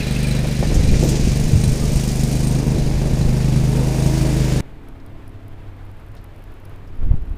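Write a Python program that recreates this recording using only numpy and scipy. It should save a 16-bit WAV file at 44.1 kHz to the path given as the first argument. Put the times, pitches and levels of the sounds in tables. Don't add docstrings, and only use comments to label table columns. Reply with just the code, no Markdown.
import sys
import numpy as np
from scipy import signal
from scipy.fft import rfft, irfft
from scipy.io import wavfile

SR = 44100
rng = np.random.default_rng(int(sys.argv[2]) if len(sys.argv) > 2 else 0)


def file_out(sig):
    cols = np.atleast_2d(sig).T
    lim = np.clip(cols, -1, 1)
    pcm = np.round(lim * 32767).astype(np.int16)
    wavfile.write(sys.argv[1], SR, pcm)


N = 325413
TIME = np.arange(N) / SR
JUMP_S = 4.6075


def amp(db):
    return 10 ** (np.asarray(db) / 20)


def unit(x):
    return x / np.sqrt(np.mean(x ** 2) + 1e-20)


def columns(rows):
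    s, *rest = np.transpose(rows)
    return [np.interp(TIME, s, c) for c in rest]


def drift(rate_hz):
    r = np.exp(-80 * np.pi * rate_hz / SR)
    noise = rng.standard_normal(N // 40 + 2002)
    slow = signal.lfilter([1], [1, -2 * r, r * r], noise)[2000:]
    return np.interp(np.arange(N) / 40, np.arange(len(slow)), unit(slow - slow.mean()))


def low_pass(x, hz):
    r = np.exp(-2 * np.pi * hz / SR)
    return signal.lfilter([(1 - r) ** 2], [1, -2 * r, r * r], x + 1e-18)


def resonance(x, hz, width_hz):
    r = np.exp(-np.pi * width_hz / SR)
    numerator = [(1 - r * r) / 2, 0, (r * r - 1) / 2]
    denominator = [1, -2 * r * np.cos(2 * np.pi * hz / SR), r * r]
    return signal.lfilter(numerator, denominator, x + 1e-18)


def coloured(spectrum, low_hz, high_hz):
    hz = np.maximum(np.fft.rfftfreq(N + 91, 1 / SR), 1)
    table = np.array(spectrum)
    shape = amp(np.interp(np.log(hz), np.log(table[:, 0]), table[:, 1]))
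    edges = 1 / np.sqrt((1 + (low_hz / hz) ** 8) * (1 + (hz / high_hz) ** 8))
    return unit(irfft(rfft(rng.standard_normal(N + 91)) * shape * edges)[:N])


def add(out, s, level_db, hz, t60, width):
    at, size = round(s * SR), round(.2 * SR)
    burst = unit(resonance(rng.standard_normal(size), min(hz, 15000), width * hz))
    decay_db = -60 * np.arange(size) / SR / max(t60, .002)
    burst = amp(level_db + decay_db) * burst / 2
    out[at:at + size] += burst[:N - at]
    return out


def bursts(rows, width, *t60):
    out = np.zeros(N)
    for row in rows:
        add(out, *row, *t60, width=width)
    return out


# t/s, four-stroke cycle rate f/Hz
ENGINE_SPEED = [(0, 24.99), (.9, 24.73), (1.7, 24.99), (2.3, 25.42), (3.3, 25.77), (3.65, 25.76),
                (4.12, 26.44), (4.62, 25.17)]
CYCLE_START = .314


def engine_cycle():
    return CYCLE_START + np.cumsum(columns(ENGINE_SPEED)[0]) / SR + .012 * drift(4)


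SECOND_FIRING, SECOND_DB = .346, -3.8


def firings(cycle, jitter_s, spread_db):
    clicks = np.zeros(N)
    for lag, db in ((0, 0), (SECOND_FIRING, SECOND_DB)):
        at = np.flatnonzero(np.diff(np.floor(cycle - lag)) > 0)
        timing, strength = rng.standard_normal((2, len(at)))
        at = at + np.round(jitter_s * SR * timing).astype(int)
        clicks[np.clip(at, 0, N - 1)] = amp(db + spread_db * strength)
    return clicks


# f/Hz, width/Hz, relative level/dB
MUFFLER_MODES = [(20, 12, -10.5), (54.6, 15.7, -4), (131, 13.7, 0), (231, 110, -4), (98, 287, -10),
                 (462, 40, -17)]
MUFFLER_POLARITY = [1, -1, -1, 1, -1, 1]
EXHAUST_DB = -18.5
CHAMBER_WAVER_DB, UPPER_FADE_DB_PER_S = .8, .5


def exhaust(clicks, nearer_db):
    push = low_pass(clicks, 240)
    out = np.zeros(N)
    for sign, (hz, width_hz, db) in zip(MUFFLER_POLARITY, MUFFLER_MODES):
        level_db = db + CHAMBER_WAVER_DB * drift(3.0)
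        if hz > 200:
            level_db = level_db - UPPER_FADE_DB_PER_S * TIME
        out += sign * amp(level_db) * resonance(push, hz, width_hz)
    return amp(EXHAUST_DB + nearer_db) * unit(out)


# f/Hz, width/Hz, relative level/dB
PIPE_MODES = [(980, 390, 0), (1470, 650, 1)]
GROWL_DB, GROWL_FOLLOWS = -63, 9.6
GROWL_ROUGH = 1


def growl(clicks, nearer_db):
    breath = unit(clicks) + GROWL_ROUGH * rng.standard_normal(N)
    modes = sum(amp(db) * unit(resonance(breath, hz, width_hz)) for hz, width_hz, db in PIPE_MODES)
    return amp(GROWL_DB + GROWL_FOLLOWS * nearer_db) * unit(modes)


# t/s, tone level/dB, overtone level/dB
FAN_LEVEL = [(0, -60, -53), (2.3, -40, -52), (2.7, -37.5, -46), (3.6, -37, -45.5), (4.0, -32.5, -37),
             (4.25, -24.5, -39), (4.6, -32.5, -44)]
VANES = 12
FAN_WAVER_DB, FAN_WOBBLE_RAD, THIRD_DB = 3.5, .9, -5


def fan(cycle):
    tone_db, over_db = columns(FAN_LEVEL)
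    phase = 2 * np.pi * VANES * cycle
    out = np.zeros(N)
    for k, db in ((1, tone_db), (2, over_db), (3, over_db + THIRD_DB)):
        level_db = db + FAN_WAVER_DB * np.tanh(drift(5))
        out += amp(level_db) * np.sin(k * phase + FAN_WOBBLE_RAD * drift(8))
    return out


ORDERS = range(13, 34)
ORDER_DB, ORDER_TILT_DB = -46.5, -.5
ORDERS_FOLLOW, ORDERS_WAVER_DB = 1.96, 7


def engine_orders(cycle, nearer_db):
    out = np.zeros(N)
    for step, k in enumerate(ORDERS):
        db = ORDER_DB + ORDER_TILT_DB * step + ORDERS_FOLLOW * nearer_db
        db = db + ORDERS_WAVER_DB * np.tanh(drift(2.2))
        out += amp(db) * np.sin(2 * np.pi * k * cycle + 1.5 * drift(6))
    return out


# f/Hz, relative spectral level/dB
ROAR_SPECTRUM = [(140, -78), (230, 8), (310, 4.5), (380, 1), (460, 1.5), (640, -7.5), (950, -11.5),
                 (1200, -16.5), (1600, -36), (3300, -49)]
ROAR_DB, ROAR_FOLLOWS = -32, 0.94


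def roar(puff, nearer_db):
    level_db = ROAR_DB + ROAR_FOLLOWS * nearer_db
    return amp(level_db + 1.4 * puff + 1.2 * drift(5.3)) * coloured(ROAR_SPECTRUM, 190, 2000)


# f/Hz, relative spectral level/dB
TREBLE_SPECTRUM = [(760, -3), (1300, 1.5), (2120, -2.5), (2330, -1.5), (3210, -6.5), (4620, -0.5),
                   (6940, 3.5), (7860, 0), (8540, 1.5), (14700, -12), (15600, -6.5)]
# t/s, level/dB
WHINE_LEVEL = [(0, -34), (1.3, -37), (2.6, -40), (3.7, -39), (4.6, -35.5)]
# t/s, hiss level/dB, sizzle level/dB
BRIGHT_LEVELS = [(0, -54, -41.5), (1.1, -32.5, -43), (1.4, -37, -41), (2.25, -36.5, -38),
                 (2.75, -41.5, -44.5), (3.6, -42.5, -43), (4.1, -38.5, -39), (4.6, -39, -41)]
# t/s, depth/dB per unit of puff
SIZZLE_DEPTH = [(0, 4.5), (2.4, 5), (2.9, 2.5)]
# f/Hz, width/Hz, level change/dB
TREBLE_DIPS = [(4070, 640, -3)]


def treble(puff):
    whine_db, = columns(WHINE_LEVEL)
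    hiss_db, sizzle_db = columns(BRIGHT_LEVELS)
    depth_db, = columns(SIZZLE_DEPTH)
    rattle = drift(20)
    out = amp(whine_db + 1.0 * puff + .5 * rattle) * coloured(TREBLE_SPECTRUM, 1696, 4220)
    out += amp(hiss_db + 1.8 * puff + 0.93 * rattle) * coloured(TREBLE_SPECTRUM, 2530, 6700)
    out += amp(sizzle_db + depth_db * puff + 0.24 * rattle) * coloured(TREBLE_SPECTRUM, 8100, 25000)
    for hz, width_hz, db in TREBLE_DIPS:
        out = out + (amp(db) - 1) * resonance(out, hz, width_hz)
    return out


RING_HZ, RING_WIDTH_HZ = 8600, 600
RING_DB, RING_FOLLOWS = -20, 2.2


def high_ring(puff):
    _, sizzle_db = columns(BRIGHT_LEVELS)
    depth_db, = columns(SIZZLE_DEPTH)
    ring = rng.standard_normal(N)
    for _ in range(2):
        ring = resonance(ring, RING_HZ, RING_WIDTH_HZ)
    runs_db = 4 * unit(low_pass(puff, 25)) + 4 * drift(6)
    return amp(sizzle_db + RING_DB + RING_FOLLOWS * depth_db + runs_db) * unit(ring)


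# f/Hz, width/Hz, relative level/dB
COVER_MODES = [(2415, 90, -3.5), (2560, 690, -8.5), (4010, 270, 0.5)]
COVER_DB, COVER_FADE_DB_PER_S = -41.5, 3


def cover(puff):
    shake = amp(5 * puff + 3.5 * drift(14)) * rng.standard_normal(N)
    modes = np.zeros(N)
    for hz, width_hz, db in COVER_MODES:
        mode = resonance(resonance(shake, hz, width_hz), hz, width_hz)
        modes += amp(db) * unit(mode)
    return amp(COVER_DB - COVER_FADE_DB_PER_S * TIME) * unit(modes)


APPROACH_DB_PER_S = .5


def mower():
    cycle = engine_cycle()
    clicks = firings(cycle, jitter_s=.00015, spread_db=2.0)
    puff = unit(low_pass(clicks, 48)) - .8
    nearer_db = APPROACH_DB_PER_S * TIME
    out = exhaust(clicks, nearer_db) + growl(clicks, nearer_db)
    out += fan(cycle) + engine_orders(cycle, nearer_db)
    out += roar(puff, nearer_db) + treble(puff) + high_ring(puff) + cover(puff)
    return out + clinks() + slaps() + pings()


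# t/s, level/dB
WIND_LEVEL = [(0, -49), (.7, -22.5), (1.5, -26.5), (2.1, -30), (2.8, -24), (3.5, -29), (4.6, -53),
              (4.62, -36.5), (5.3, -37.5), (6.7, -38), (6.98, -29), (7.08, -11), (7.2, -25), (7.38, -29)]
FLUTTER_FOLLOWS = 0.77


def wind(edge_hz, lumps_db, flutter_db):
    buffet_db, = columns(WIND_LEVEL)
    slope = [(8, 0), (30, -4), (edge_hz, -6), (4 * edge_hz, -22), (20000, -90)]
    lumps = lumps_db * drift(4.7)
    buffet = amp(buffet_db + lumps) * coloured(slope, 7, 46)
    flutter_level_db = flutter_db + FLUTTER_FOLLOWS * buffet_db + lumps
    return buffet + amp(flutter_level_db) * coloured(slope, 55.0, 480)


# t/s, level/dB, f/Hz
CLINK_EVENTS = [(0.006, -24.5, 2600), (0.16, -25, 2620), (0.205, -33, 2410), (0.243, -24.5, 2390),
                (0.287, -28, 2370), (0.332, -34, 2350), (0.362, -32, 3850)]


def clinks():
    return bursts(CLINK_EVENTS, .05, .12)


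# t/s, level/dB before the low-pass, centre f/Hz, t60/s
GUST_FRONTS = [(0.442, -13, 430, 0.22), (0.627, -8, 470, 0.14), (.7, -14, 384, 1), (.93, -13.5, 305, 1),
               (1.025, -5.5, 314, 0.45), (1.031, -10, 136, 0.34), (1.12, -11, 310, 0.77),
               (1.273, 3.5, 131, 0.16), (1.531, 2, 110, 0.28), (0.767, -4, 70, 0.53),
               (1.659, -4, 108, 0.47), (1.951, -5, 60, 0.16), (6.99, -25, 250, 0.28),
               (7.03, -29, 597, 0.093), (7.11, -24, 520, 0.16), (7.137, -29, 560, 0.1),
               (7.291, -41, 280, 0.26)]


def gusts():
    out = np.zeros(N)
    for s, db, hz, t60 in GUST_FRONTS:
        front = add(np.zeros(N), s, db, hz, t60, width=.8)
        out += low_pass(front, 1.4 * hz)
    return out


# t/s, peak level/dB, f/Hz, direction (1 pushes, -1 pulls)
EDDIES = [(0.594, -16, 90, 1), (0.834, -8.5, 70, 1), (0.888, -10, 88, -1), (0.998, -12, 80, 1),
          (1.029, -1.5, 160, -1), (1.118, -11, 88, 1), (1.246, -7.5, 56, -1), (1.274, -6, 140, -1),
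          (1.297, -11, 70, 1), (1.4526, -11, 31, 1), (1.4723, -11, 140, -1), (1.5362, -9, 95, 1),
          (1.562, -0.5, 89, -1), (1.7156, -11, 23, 1), (1.966, -10, 55, 1), (3.221, -11, 43, -1),
          (7.003, -11.5, 17, 1), (7.0354, -13, 54, -1), (7.051, -9.5, 24, 1), (7.0834, -8, 33, 1),
          (7.114, -0.5, 72, -1), (7.142, -9.5, 120, -1), (7.162, -13.5, 10.6, -1), (7.226, -17, 53, -1),
          (7.315, -16.5, 52, 1), (7.331, -19, 21, -1)]
REBOUND = 1.43


def thumps():
    out = np.zeros(N)
    for s, db, hz, direction in EDDIES:
        x = (TIME - s) * hz * np.pi
        out += np.sign(direction) * amp(db) * (1 - REBOUND * x ** 2) * np.exp(-x ** 2)
    return out


# t/s, level/dB, f/Hz
SLAP_EVENTS = [(0.6265, -30, 2010), (0.7427, -23, 6200), (0.9393, -26, 1880), (1.0235, -28, 6800),
               (1.088, -20, 6850), (1.248, -29.5, 2300), (2.088, -25, 5450)]


def slaps():
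    return bursts(SLAP_EVENTS, 0.44, 0.14)


# t/s, level/dB, f/Hz
PING_EVENTS = [(1.036, -34, 12100), (1.812, -33, 1190)]


def pings():
    return bursts(PING_EVENTS, 0.024, 0.26)


# f/Hz, relative spectral level/dB
AIR_SPECTRUM = [(110, 7), (150, 1), (200, -18), (280, -4.5), (360, -5), (560, -7), (800, -8.5), (1200, -12),
                (2200, -17), (3500, -24), (5800, -35), (10000, -38), (15600, -38)]
AIR_LEVEL_DB = -47


def open_air():
    return amp(AIR_LEVEL_DB + 1.0 * drift(16)) * coloured(AIR_SPECTRUM, 102, 17000)


# t/s, f/Hz, level/dB
DRONE = [(4.62, 95.8, -49), (5.46, 97.86, -37.5), (6.63, 94.7, -40.5), (7.0, 94.9, -37)]
# f/Hz, level/dB before the common curve below
DISTANT_TONES = [(134.6, -52), (193.8, -57), (236.9, -57), (269.2, -52), (303, -56), (336, -55),
                 (403.7, -60), (436, -60), (667.5, -63)]
# t/s, level change/dB
DISTANT_CURVE = [(4.62, 3), (5.3, 3), (6.2, -3.5), (6.75, -1.5), (7.38, 4.5)]


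def far_engines():
    drone_hz, drone_db = columns(DRONE)
    phase = 2 * np.pi * np.cumsum(drone_hz) / SR + .7 * drift(6)
    out = amp(drone_db + 2.5 * drift(9)) * np.sin(phase)
    curve_db, = columns(DISTANT_CURVE)
    for hz, db in DISTANT_TONES:
        level_db = db + curve_db + 0.67 * drift(4.0)
        out += amp(level_db) * np.sin(2 * np.pi * hz * TIME + rng.uniform(0, 2 * np.pi))
    return out


# t/s, level/dB before the high-pass
REEL_TICKS = [(4.8858, -40), (5.0626, -38), (5.2789, -39), (5.4819, -42), (5.8526, -46), (5.9145, -47),
              (6.0861, -50), (6.2427, -39), (6.3619, -47), (6.3929, -50), (6.4228, -47), (6.4398, -42),
              (6.5395, -45), (6.6546, -38), (6.76, -45), (7.0539, -43), (7.1636, -42)]
TICK_HZ, TICK_RISE_HZ_PER_S, TICK_SCATTER = 9700, 1300, 0.066
FAINT_DB, BODY_DB, BODY_HZ = -50, -6, 5000


def reel():
    faint_s = JUMP_S + (N / SR - JUMP_S) * np.sqrt(rng.random(30))
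    faint = np.column_stack([faint_s, rng.normal(FAINT_DB, 3.4, 30)])
    ticks, body = np.zeros(N), np.zeros(N)
    for s, db in [*REEL_TICKS, *faint]:
        hz = TICK_HZ + TICK_RISE_HZ_PER_S * (s - JUMP_S)
        hz *= 1 + TICK_SCATTER * rng.standard_normal()
        add(ticks, s, db, hz, t60=.011, width=.45)
        add(body, s, db + BODY_DB, BODY_HZ, t60=0.0085, width=0.31)
    ticks = signal.sosfilt(signal.butter(6, 8800, "high", fs=SR, output="sos"), ticks)
    body = signal.sosfilt(signal.butter(2, 3500, "high", fs=SR, output="sos"), body)
    return ticks + body


# t/s, level/dB, f/Hz, t60/s
RUSTLE_EVENTS = [(5.0, -50, 4600, 0.034), (6.166, -47.5, 4200, 0.13), (6.875, -53, 5300, 0.074)]


def rustles():
    return bursts(RUSTLE_EVENTS, .3)


def scene():
    near = mower() + wind(edge_hz=78, lumps_db=4.0, flutter_db=-7.5)
    quiet = open_air() + far_engines() + reel() + rustles()
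    quiet += wind(edge_hz=56, lumps_db=0.5, flutter_db=-17.5)
    return (np.where(TIME < JUMP_S, near, quiet) + gusts() + thumps())[None]


CUTOFF_HZ = 15850


def record(dry):
    rounded = 1.2 * np.tanh(dry / 1.175)
    return signal.sosfilt(signal.cheby2(22, 70, CUTOFF_HZ, fs=SR, output="sos"), rounded)


dry = scene()
out = record(dry)
file_out(out)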